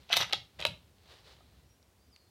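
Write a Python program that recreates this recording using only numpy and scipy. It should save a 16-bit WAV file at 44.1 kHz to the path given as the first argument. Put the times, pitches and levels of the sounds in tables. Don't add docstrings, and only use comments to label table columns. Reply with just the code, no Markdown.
import sys
import numpy as np
from scipy import signal
from scipy.fft import rfft, irfft
from scipy.io import wavfile
from scipy.ndimage import uniform_filter1d

SR = 44100
rng = np.random.default_rng(int(sys.argv[2]) if len(sys.argv) > 2 else 0)


def file_out(sig):
    cols = np.atleast_2d(sig).T
    lim = np.clip(cols, -1, 1)
    pcm = np.round(lim * 32767).astype(np.int16)
    wavfile.write(sys.argv[1], SR, pcm)


def gain_from_decibels(decibels):
    exponent = np.asarray(decibels, float) / 20
    return 10 ** exponent


N = 101429


def unit(x):
    return x / np.sqrt(np.mean(x ** 2))


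def peak(x):
    return x / np.abs(x).max()


def curve(rows):
    s, db = np.array(rows).T
    return gain_from_decibels(np.interp(np.arange(N) / SR, s, db, left=-120, right=-120))


def colour(x, rows):
    hz, db = np.array(rows).T
    f = np.fft.rfftfreq(len(x), 1 / SR) + 1
    gain = gain_from_decibels(np.interp(np.log(f), np.log(hz), db))
    return irfft(rfft(x) * gain, len(x))


def band(x, lo_hz, hi_hz):
    sos = signal.butter(2, [lo_hz, min(hi_hz, .45 * SR)], "band", fs=SR, output="sos")
    return signal.sosfilt(sos, x)


def walk(rate_hz):
    k = int(SR / rate_hz)
    steps = np.repeat(rng.standard_normal(N // k + 1), k)
    smooth = uniform_filter1d(uniform_filter1d(steps, k), k)
    return unit(smooth[:N])


def even(x):
    z = rfft(x[:512])
    return np.pad(irfft(z / (np.abs(z) + 1e-9)), (0, len(x) - 512))


def ring(x, modes, offset_db=0):
    out = 0
    for (hz, level_db, t60_s), extra_db in zip(modes, offset_db + np.zeros(len(modes))):
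        pole = np.exp(2j * np.pi * hz / SR - np.log(1000) / (t60_s * SR))
        out = out + gain_from_decibels(level_db + extra_db) * signal.lfilter([1], [1, -pole], x).imag
    return out


def grains(rate_hz, spread_db):
    on = rng.random(N) < rate_hz / SR
    size = rng.exponential(size=N)
    return on * gain_from_decibels(spread_db * size) * rng.standard_normal(N)


# freq_hz [Hz], density_db [dB per Hz]
AIR_SPECTRUM = [(25, -34), (65, 5.5), (150, -6), (500, -14.5), (1500, -23), (4200, -26), (7000, -28.5),
                (16000, -32.5)]
# time_s [s], level_db [dB]
BREEZE_PUFFS = [(0, 7), (.08, -2.5), (.15, 7.5), (.55, -1), (.6, 13.5), (.65, -1.5), (1.1, 1), (1.6, 2),
                (1.8, -4.5), (2.04, -2), (2.09, 6), (2.14, -4), (2.3, -0.5)]


def air():
    gust_top_hz, gust_db, air_db = 300.8, 1, -65.5
    noise = unit(colour(rng.standard_normal(N), AIR_SPECTRUM))
    low = signal.sosfiltfilt(signal.butter(2, gust_top_hz, fs=SR, output="sos"), noise)
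    gusts = low * gain_from_decibels(gust_db * walk(4)) * curve(BREEZE_PUFFS)
    return gain_from_decibels(air_db) * (noise - low + gusts)


# time_s [s], level_db [dB]
SLEEVE_LEVEL = [(0, -64.5), (.06, -67), (.95, -78), (1.04, -70), (1.12, -56.5), (1.17, -63), (1.23, -66.5),
                (1.28, -58), (1.325, -61), (1.36, -68), (1.42, -71), (1.6, -74.5), (1.9, -91)]
# freq_hz [Hz], density_db [dB per Hz]
CLOTH_SPECTRUM = [(150, -29.5), (400, 0.5), (1300, -7), (2500, -6.5), (4100, -2.5), (6500, -17.5),
                  (12000, -29)]


def sleeve():
    cloth = unit(colour(grains(14000, 1.0), CLOTH_SPECTRUM))
    return cloth * gain_from_decibels(1.0 * walk(30)) * curve(SLEEVE_LEVEL)


# time_s [s], level_db [dB]
SLIDE_LEVEL = [(.08, -73.5), (.092, -56.5), (.112, -48.5), (.126, -37.5), (.135, -30.5), (.152, -39.5),
               (.164, -34.5), (.18, -38), (.2, -35.5), (.225, -38.5), (.25, -42.5), (.275, -67), (.3, -49)]
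# time_s [s], level_db [dB]
TURN_LEVEL = [(.587, -72.5), (.591, -48), (.62, -47.5), (.64, -47.5), (.648, -68), (.66, -76.5)]
# time_s [s], level_db [dB]
HANDLE_RUB = [(.088, -68.5), (.093, -53), (.1, -49.5), (.102, -40), (.109, -40.5), (.116, -49.5),
              (.122, -61.5)]
# freq_hz [Hz], density_db [dB per Hz]
RAIL_SPECTRUM = [(300, -39.5), (800, -5), (1600, -6.5), (3200, -5.5), (5500, -12), (8000, -22),
                 (16000, -39)]
# freq_hz [Hz], level_db [dB], t60_s [s]
RUB_MODES = [(720, 1.5, .04), (1600, -6, .015), (2900, 4.5, 0.016), (4550, -6.5, .015)]
# freq_hz [Hz], level_db [dB], t60_s [s]
ACTION_MODES = [(2064, 7, 0.022), (2220, 5.5, 0.018), (2880, 0, 0.03), (3120, 1, 0.013), (3340, 7, 0.068),
                (3660, 3, 0.11), (3930, -4, 0.11), (4220, -6, 0.042), (4450, -13, 0.026), (5120, -8, 0.057),
                (5600, -19.5, 0.047)]
# freq_hz [Hz], level_db [dB], t60_s [s]
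CASE_MODES = [(6030, 0, .07), (6090, -2, .06), (12880, 1, .025), (12990, -2, .02)]


def scrape():
    case_in_s, case_out_s, case_late_s, case_fade_s = .134, .215, .045, .012
    slips = grains(9000, 1.5) * gain_from_decibels(4.4 * walk(120))
    t = np.arange(N) / SR
    slide = curve(SLIDE_LEVEL)
    rails = unit(colour(slips, RAIL_SPECTRUM)) + gain_from_decibels(-6.5) * unit(ring(slips, ACTION_MODES))
    handle = unit(band(ring(slips, RUB_MODES), 750, 5500)) * curve(HANDLE_RUB)
    loose = np.clip(np.minimum(t - case_in_s, case_out_s - t) / case_fade_s + 1, 0, 1)
    stays = np.clip((case_out_s + case_late_s - t) / case_fade_s, 0, 1)
    brass = gain_from_decibels(-10) * unit(ring(slips, CASE_MODES[:2])) * stays
    brass = brass + gain_from_decibels(-18) * unit(ring(slips, CASE_MODES[2:])) * loose
    return rails * (slide + curve(TURN_LEVEL)) + handle + brass * slide


def contact(noise, tau_s):
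    t = np.arange(len(noise)) / SR
    burst = even(noise * (t / tau_s) * np.exp(-t / tau_s))
    return burst * np.exp(-(t / (4 * tau_s)) ** 2)


def knocks(rows, wood, case_db, action_db, barrel_db, body_db=-11, bench_db=-19):
    contact_s, thud_s, tick_s, crack_q, scatter_db = .0014, .0006, .002, 3.1, 4
    stock_db, bright_db, skirt_db = 3.5, 4.5, -13
    length = 12000
    out, t = np.zeros(N + length), np.arange(length) / SR
    tap = 1. * (t == 0)
    edge = 1 + 1 / crack_q
    plank_env = (1 - np.exp(-t / .021)) ** 2 * gain_from_decibels(-60 * t / .23)
    for s, db, hz, thud_db, tick_db in rows:
        grit = rng.standard_normal((4, length))
        gains_db = scatter_db * rng.standard_normal((3, 14))
        hit = contact(grit[0], contact_s / 2)

        crack = peak(band(band(hit, hz / edge, hz * edge), hz / 2, hz * 2))
        crack = crack + gain_from_decibels(skirt_db) * peak(band(hit, 1800, 6350))
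        action = ring(hit, ACTION_MODES, gains_db[0, :len(ACTION_MODES)])
        barrel = ring(tap, [(3940, barrel_db, .075)], gains_db[0, -1])
        steel = gain_from_decibels(action_db) * peak(band(action, 1500, 5700)) + barrel
        brass = gain_from_decibels(case_db) * ring(tap, CASE_MODES, gains_db[1, :len(CASE_MODES)])

        stock = ring(contact(grit[1], thud_s / 2), wood, gains_db[2, :len(wood)])
        thud = peak(band(band(stock, 380, 1500), 330, 2800))
        thud = thud + gain_from_decibels(body_db) * peak(band(contact(grit[1], contact_s), 980, 1700))
        plank = unit(band(grit[3], 92, 153)) * plank_env
        tick = peak(band(contact(grit[2], tick_s / 2), 5500, 12424))

        knock = gain_from_decibels(db) * (crack + steel)
        knock = knock + gain_from_decibels(thud_db + stock_db) * (thud + gain_from_decibels(bench_db) * plank)
        knock = knock + gain_from_decibels(tick_db + bright_db) * (tick + brass)
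        i = int(s * SR)
        out[i:i + length] += knock
    return out[:N]


# start_s [s], level_db [dB], crack_hz [Hz], thud_db [dB], tick_db [dB]
PUSH_KNOCKS = [(.091, -44.5, 2900, -63, -73), (.095, -39.5, 4200, -52.5, -70),
               (.113, -31.5, 2940, -61.5, -80.5), (.123, -25.5, 2800, -46, -50.5),
               (.128, -10, 3100, -40, -37.5), (.134, -18, 1900, -33, -43),
               (.139, -18.5, 3340, -43.5, -46.5), (.145, -27, 2600, -43, -51),
               (.156, -27.5, 3300, -42, -50.5), (.160, -23, 3260, -48, -42.5),
               (.163, -20, 3800, -44.5, -47.5), (.168, -14, 3610, -24, -29), (.173, -12, 3904, -34.5, -30),
               (.184, -35, 3930, -66.5, -41.5), (.192, -33, 3900, -45, -45), (.203, -31.5, 2920, -34, -56),
               (.2115, -17, 3840, -31.5, -62.5), (.216, -28, 3600, -59, -56),
               (.221, -25, 2600, -38.5, -64.5), (.23, -28.5, 3900, -43.5, -69.5),
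               (.243, -31, 2200, -45.5, -73)]
# freq_hz [Hz], level_db [dB], t60_s [s]
STOCK_MODES = [(354.6, -9.5, 0.048), (520, -14.5, 0.014), (709.4, 5.5, 0.014), (860, -4.5, 0.025),
               (1098, 2.5, 0.011), (1264, 1, 0.057)]


def push_bolt():
    return knocks(PUSH_KNOCKS, STOCK_MODES, case_db=-13, action_db=-9, barrel_db=-16.0)


# start_s [s], level_db [dB], crack_hz [Hz], thud_db [dB], tick_db [dB]
HANDLE_KNOCK = [
    (.101, -40.5, 2900, -37.5, -72.5),
]
# freq_hz [Hz], level_db [dB], t60_s [s]
HANDLE_MODES = [(700, 0, .07), (745, -5, .06), (1600, -18, .03)]


def knock_handle():
    return knocks(HANDLE_KNOCK, HANDLE_MODES, case_db=-30.0, action_db=-11.0, barrel_db=-29)


# start_s [s], level_db [dB], crack_hz [Hz], thud_db [dB], tick_db [dB]
SEAT_KNOCKS = [
    (.299, -45, 1440, -56, -79.5),
    (.309, -39.5, 3330, -46, -80.5),
    (.315, -40.5, 2140, -46.5, -76),
    (.326, -21.5, 3070, -41.5, -42.5),
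    (.329, -23, 2490, -34, -47.5),
    (.332, -12, 3635, -30.5, -38.5),
    (.337, -31, 1480, -36, -63.5),
]
# freq_hz [Hz], level_db [dB], t60_s [s]
SEAT_MODES = [(367, -7.5, 0.011), (520, -5, .015), (816, 0, 0.023), (940, -23, .02), (1295, 1, 0.03)]


def seat_bolt():
    return knocks(SEAT_KNOCKS, SEAT_MODES, case_db=-39, action_db=-10, barrel_db=-18.5)


# start_s [s], level_db [dB], crack_hz [Hz], thud_db [dB], tick_db [dB]
LOCK_KNOCKS = [(.588, -63.5, 3000, -59, -69.5), (.595, -35, 2680, -42, -61), (.602, -34, 3910, -46, -52),
               (.613, -29.5, 3180, -43, -49.5), (.623, -28, 2900, -43.5, -67),
               (.625, -24.5, 2900, -48, -73.5), (.634, -38.5, 2900, -49.5, -74),
               (.639, -40, 4010, -50, -66.5), (.6512, -13.5, 3070, -24.5, -34),
               (.6535, -21, 2460, -32, -63.5), (.661, -36, 2970, -45, -49), (.664, -24, 3400, -43, -51.5),
               (.667, -29, 4550, -45.5, -54.5), (.67, -32, 3670, -51.5, -46)]
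# freq_hz [Hz], level_db [dB], t60_s [s]
LUG_MODES = [(345, -9, .02), (440, -9, .02), (610, 3, .03), (730, -4, .025), (930, -3, .015),
             (1150, -7, .015)]


def lock_bolt():
    return knocks(LOCK_KNOCKS, LUG_MODES, case_db=-56.5, action_db=-30.5, barrel_db=-17,
                  body_db=-10, bench_db=-14)


# freq_hz [Hz], t60_s [s]
SHELTER_DECAY = [(150, .3), (600, 0.3), (2000, 0.28), (4000, 0.27), (8000, 0.26), (14000, 0.088)]


def shelter(x):
    echo_s, echo_rise_s, wall_s, wall_db, shelter_db = .0052, .0027, .013, 5, -12.5
    t, tail = np.arange(SR // 2) / SR, 0
    for hz, t60_s in SHELTER_DECAY:
        noise = band(rng.standard_normal(len(t)), hz / 1.7, hz * 1.7)
        tail = tail + noise * gain_from_decibels(-60 * t / t60_s)
    late = np.clip(t - echo_s, 0, 1)
    tail = tail * (1 - np.exp(-late / echo_rise_s)) * gain_from_decibels(wall_db * np.exp(-late / wall_s))
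    tail = tail / np.sqrt(np.sum(tail ** 2))
    return x + gain_from_decibels(shelter_db) * signal.fftconvolve(x, tail)[:N]


# start_s [s], length_s [s], start_hz [Hz], end_hz [Hz], level_db [dB]
BIRD_NOTES = [(.9, .09, 4500, 4500, -82), (1.65, .04, 5620, 5600, -85), (1.685, .045, 5630, 5670, -77),
              (1.77, .08, 5640, 5600, -87), (1.975, .045, 4480, 4620, -81), (2.01, .03, 4780, 4850, -79),
              (2.03, .06, 3080, 3060, -86), (2.06, .04, 5100, 4800, -85), (2.04, .03, 6200, 5600, -82),
              (2.098, .04, 5350, 4700, -79), (2.115, .05, 5060, 4200, -68), (2.19, .07, 4280, 4250, -79),
              (2.115, .03, 3050, 3050, -83), (2.17, .04, 4600, 4750, -80), (2.19, .03, 4500, 4300, -79),
              (2.27, .03, 3500, 3480, -82)]


def birds():
    echo_db, echo_s, warble_db = 2, .5, .7
    t, out = np.arange(N) / SR, 0
    warble = gain_from_decibels(warble_db * walk(43.66))
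    waver = 1 + .003 * walk(60)
    for start_s, length_s, start_hz, end_hz, level_db in BIRD_NOTES:
        u = np.clip((t - start_s) / length_s, 0, 1)
        pitch_hz = (start_hz + (end_hz - start_hz) * u) * waver
        swell = np.sqrt(np.sin(np.pi * u) + 1e-9)
        out = out + gain_from_decibels(level_db) * swell * np.sin(2 * np.pi * np.cumsum(pitch_hz) / SR)
    out = out * warble
    tail = rng.standard_normal(N // 4) * gain_from_decibels(-60 * t[:N // 4] / echo_s)
    tail = tail / np.sqrt(np.sum(tail ** 2))
    return out + gain_from_decibels(echo_db) * signal.fftconvolve(out, tail)[:N]


# start_s [s], level_db [dB], crack_hz [Hz], thud_db [dB], tick_db [dB]
BENCH_TICKS = [
    (.983, -59, 3380, -80, -78),
    (1.034, -65, 4580, -76, -70),
    (1.406, -72, 1310, -59, -84),
    (1.827, -56.5, 4310, -79, -90),
    (2.161, -45.5, 3740, -73, -75),
    (2.1615, -49, 2700, -83, -79),
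    (2.1615, -55.5, 5500, -77, -80),
]


def ticks():
    return knocks(BENCH_TICKS, STOCK_MODES, case_db=-40, action_db=-40, barrel_db=-60)


def scene():
    floor = air() + sleeve()
    bolt = scrape() + push_bolt() + knock_handle() + seat_bolt() + lock_bolt()
    return (floor + shelter(bolt) + birds() + ticks())[None]


def band_limit(x):
    return signal.sosfilt(signal.butter(12, 16480, fs=SR, output="sos"), x)


def record(dry):
    limited = np.tanh(dry / 0.38) * 0.43
    top_cut = signal.ellip(8, .2, 60, 16100, fs=SR, output="sos")
    mix = signal.sosfilt(top_cut, limited)
    return band_limit(mix)


dry = scene()
out = record(dry)
file_out(out)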